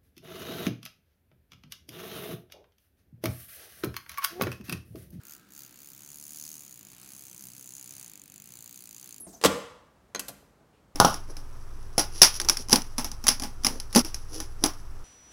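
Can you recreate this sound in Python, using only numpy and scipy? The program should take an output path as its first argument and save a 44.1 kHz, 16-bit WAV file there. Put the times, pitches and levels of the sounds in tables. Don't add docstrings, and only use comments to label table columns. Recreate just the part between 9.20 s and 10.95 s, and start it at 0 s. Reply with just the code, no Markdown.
import sys
import numpy as np
from scipy import signal
from scipy.fft import rfft, irfft
from scipy.io import wavfile

SR = 44100
rng = np.random.default_rng(int(sys.argv[2]) if len(sys.argv) > 2 else 0)


def generate_wav(signal):
    frames = np.transpose(np.atleast_2d(signal))
    scaled = np.clip(frames, -1, 1) * 32767
    pcm = np.round(scaled).astype(np.int16)
    wavfile.write(sys.argv[1], SR, pcm)


N = 77175
EVENT_SIZE, ECHO_SIZE = 24000, 36000

# frequency in Hz, relative level in dB.
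AIR_SPECTRUM = [(25, 3), (52, 10), (85, -6.5), (160, -6.5), (300, -10.5), (550, -12.5), (1200, -18.5),
                (3000, -30.5), (8000, -35.5), (15500, -41)]
# frequency in Hz, level in dB, fade time in seconds.
# A fade time (t60) is how long a sound takes to drop by 60 dB.
ECHO_BANDS = [(101, -7, 0.72), (256, -6.5, 0.39), (500, -11, .52), (980, -10, 0.82), (2160, -7, 0.61),
              (3986, -13, 0.6), (7840, -13, 0.52), (15000, -14, 0.42)]
# start in seconds, level in dB, rise and fade times in
# seconds, centre frequency in Hz.
SOFT_BUMPS = [(0.0, -56, .004, 0.24, 255), (0.065, -50, 0.002, 0.072, 750),
              (0.067, -48.5, 0.0051, 0.29, 235), (0.125, -58, .015, 0.22, 710),
              (0.950, -52, 0.0031, 0.35, 210), (1.087, -39, .002, 0.062, 660),
              (1.087, -49.5, 0.0037, 0.31, 188), (1.226, -57, 0.003, 0.054, 520),
              (1.385, -63, 0.024, 0.24, 500), (1.525, -72, 0.026, 0.28, 2700)]
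# time in seconds, pitch in Hz, tone level and scrape level in dB.
SQUEAK_PATH = [(0, 10500, -53, -46.5), (.018, 10950, -52, -48), (0.031, 10910, -45.5, -57.5),
               (.046, 10050, -47.5, -59.5), (.055, 9070, -51, -58.5), (.07, 8770, -55, -64),
               (.085, 8450, -70.5, -65), (.105, 8500, -59.5, -67), (.125, 7400, -68, -62),
               (.146, 6300, -56, -65.5), (0.152, 6010, -49, -64.5), (.165, 6200, -70, -69),
               (.2, 6176, -88.5, -76.5)]
# start in seconds, level in dB.
RAIL_SCRATCHES = [(.064, -57.5), (.082, -55.5), (.124, -54.5), (.160, -60.5)]
# frequency in Hz, relative level in dB.
HISS_SPECTRUM = [(2000, -29), (3500, -10.5), (5000, -3), (6800, 2.5), (9000, -8.5), (13500, -4),
                 (16000, -12)]
# start in seconds, snap level in dB, snap fade time in seconds,
# treble tilt in dB per octave, wire ring level and tray ring level in dB.
GRID_CLICKS = [(0.9476, -26, 0.03, -2.5, -28, -46.5), (0.9584, -39, 0.044, -3.5, -28, -46),
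               (0.9936, -26, 0.04, 3, -39.5, -52.5), (1.0820, -33, 0.065, 5, -46, -51.5)]
# frequency in Hz, relative level in dB.
SNAP_SPECTRUM = [(110, -38), (200, -5.5), (600, 2), (1500, 1), (2800, -3), (4500, -3), (8000, -6),
                 (12500, -7), (15500, -20)]
# pitch in Hz, relative level in dB, fade time in seconds.
WIRE_TONES = [(1465, -8.5, 0.054), (2355, -17, 0.043), (4074, -9, 0.058), (4420, -10, .05),
              (5170, -20, 0.052), (6330, -5.5, 0.032), (6420, -0.5, 0.04), (6710, -17, .05)]
TRAY_TONES = [(198, -7, .3), (278, -6, .28), (468, -5, .22), (500, 1, .33), (533, -6, .24), (597, -4, .3),
              (714, -9, .32), (850, -15, .3), (1014, -10, .3), (1166, -13, .3), (1397, -13, .2),
              (2557, -14, .12), (3222, -7, .12), (3501, -11, .12)]
FRAME_TONES = [(85.4, -13.5, 0.22), (105.2, -12, 0.14), (158.6, -12, 0.41), (210, -4.5, 0.11),
               (276, 5, 0.086)]
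# start in seconds, then crack, boom and tray ring levels in dB.
STOP_HITS = [(0.2132, -38, -41.5, -55), (0.2263, -37.5, -39, -56), (0.2378, -15.5, -17.5, -39.5),
             (0.2466, -10.5, -15.5, -38.5), (0.2528, -15, -5, -26), (0.2578, -14, -25.5, -43)]
# frequency in Hz, relative level in dB.
CRACK_SPECTRUM = [(60, -22.5), (300, -0.5), (950, 4.5), (2200, -4), (3500, 0), (6500, -3), (10500, -9.5),
                  (15500, -18)]

CONTACT_S = 0.0009


def amp(db):
    return 10 ** (np.asarray(db) / 20)


def octaves(size):
    return np.log2(np.maximum(np.arange(size // 2 + 1) * SR / size, 1))


def noise(spectrum, tilt_db=0, size=EVENT_SIZE):
    hz, db = np.array(spectrum).T
    octave = octaves(size)
    gain = amp(np.interp(octave, np.log2(hz), db) + tilt_db * octave)
    x = irfft(rfft(rng.standard_normal(size)) * gain, size)
    return x / x.std()


def wander(hz):
    smoothing = signal.butter(2, min(hz, SR / 4), fs=SR, output="sos")
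    x = signal.sosfilt(smoothing, rng.standard_normal(EVENT_SIZE))
    return x / x.std()


def strike(t60, rise, size=EVENT_SIZE):
    t = np.arange(size) / SR
    return np.minimum(t / rise, 1) * np.exp(-np.log(1000) * np.maximum(t - rise, 0) / t60)


def ring(tones, rise):
    t = np.arange(EVENT_SIZE) / SR
    return sum(amp(db) * strike(t60, rise) * np.sin(2 * np.pi * hz * t) for hz, db, t60 in tones)


def place(events):
    out = np.zeros(N)
    for start, x in events:
        i = max(int(start * SR), 0)
        out[i:i + len(x)] += x[:N - i]
    return out


def still_air():
    return amp(-57) * noise(AIR_SPECTRUM, size=N)


def kitchen_echo(sound):
    unit_energy = lambda shape: shape / np.linalg.norm(shape)
    hz, levels, fades = np.array(ECHO_BANDS).T
    white = rfft(rng.standard_normal(ECHO_SIZE))
    early = amp(-9.5) * rng.standard_normal(EVENT_SIZE) * unit_energy(strike(t60=0.049, rise=CONTACT_S))
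    tail = np.zeros(ECHO_SIZE)
    for share, db, t60 in zip(np.eye(len(hz)), levels, fades):
        band = irfft(white * np.interp(octaves(ECHO_SIZE), np.log2(hz), share))
        tail += amp(db) * band * unit_energy(strike(t60, rise=0.008, size=ECHO_SIZE))
    echoes = place([(0.0015, early), (0.005, tail)])[:ECHO_SIZE]
    return signal.fftconvolve(sound, echoes)[:N]


def hand_bumps():
    near_db, far_db = -17.5, -42
    hump = lambda hz: [(hz / 8, far_db), (hz / 2, near_db), (hz, 0),
                       (hz * 2, near_db), (hz * 8, far_db), (hz * 64, 2 * far_db)]
    return place((start, amp(db) * strike(t60, rise) * noise(hump(hz)))
                 for start, db, rise, t60, hz in SOFT_BUMPS)


def rail_squeak():
    pitch_jitter, flutter_db, grain_db, scrape_width_hz = 0.006, 1, 2.5, 800
    t = np.arange(EVENT_SIZE) / SR
    times, *columns = np.array(SQUEAK_PATH).T
    hz, tone_db, scrape_db = (np.interp(t, times, column) for column in columns)
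    phase = 2 * np.pi * np.cumsum(hz * (1 + pitch_jitter * wander(hz=400))) / SR
    tone = np.sqrt(2) * np.sin(phase) * amp(flutter_db * wander(hz=150))
    scrape = wander(scrape_width_hz) * np.sin(phase) + wander(scrape_width_hz) * np.cos(phase)
    scrape += amp(-18) * noise(HISS_SPECTRUM)
    grain = lambda: amp(grain_db * wander(hz=400))
    squeak = (amp(tone_db) * tone + amp(scrape_db) * scrape * grain()) * (t < times[-1])
    fade = strike(t60=0.17, rise=0.011)
    scratches = [(start, amp(db) * fade * noise(HISS_SPECTRUM) * grain()) for start, db in RAIL_SCRATCHES]
    return place([(0, squeak)] + scratches)


def grid_clicks():
    return place((start, amp(db) * strike(t60, rise=0.0014) * noise(SNAP_SPECTRUM, tilt_db))
                 for start, db, t60, tilt_db, _, _ in GRID_CLICKS)


def metal_ringing():
    tray, wires = ring(TRAY_TONES, CONTACT_S), ring(WIRE_TONES, CONTACT_S)
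    hits = [(start, amp(db) * tray) for start, _, _, db in STOP_HITS]
    pings = [(start, amp(wire_db) * wires + amp(tray_db) * tray)
             for start, _, _, _, wire_db, tray_db in GRID_CLICKS]
    thump = amp(-20.5) * ring(FRAME_TONES, rise=0.0017)
    return place(hits + pings + [(0.2575, thump)])


def tray_clack():
    boom_hz, boom_fade_s = 492, 0.055
    boom = ring([(boom_hz, 0, boom_fade_s)], CONTACT_S)
    crack_fade = strike(t60=0.038, rise=0.001)
    return place((start, amp(crack_db) * crack_fade * noise(CRACK_SPECTRUM) + amp(boom_db) * boom)
                 for start, crack_db, boom_db, _ in STOP_HITS)


def scene():
    contacts = rail_squeak() + tray_clack() + grid_clicks() + hand_bumps()
    metal = metal_ringing()
    echo = kitchen_echo(contacts + amp(-3) * metal)
    return (contacts + metal + echo + still_air())[None]


def record(dry):
    low_hz, top_hz, peak_limit = 75, 15850, 0.58
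    x = signal.sosfilt(signal.butter(3, low_hz, "high", fs=SR, output="sos"), dry)
    x = peak_limit * np.tanh(x / peak_limit)
    return signal.sosfilt(signal.ellip(8, .2, 70, top_hz, fs=SR, output="sos"), x)


dry = scene()
out = record(dry)
generate_wav(out)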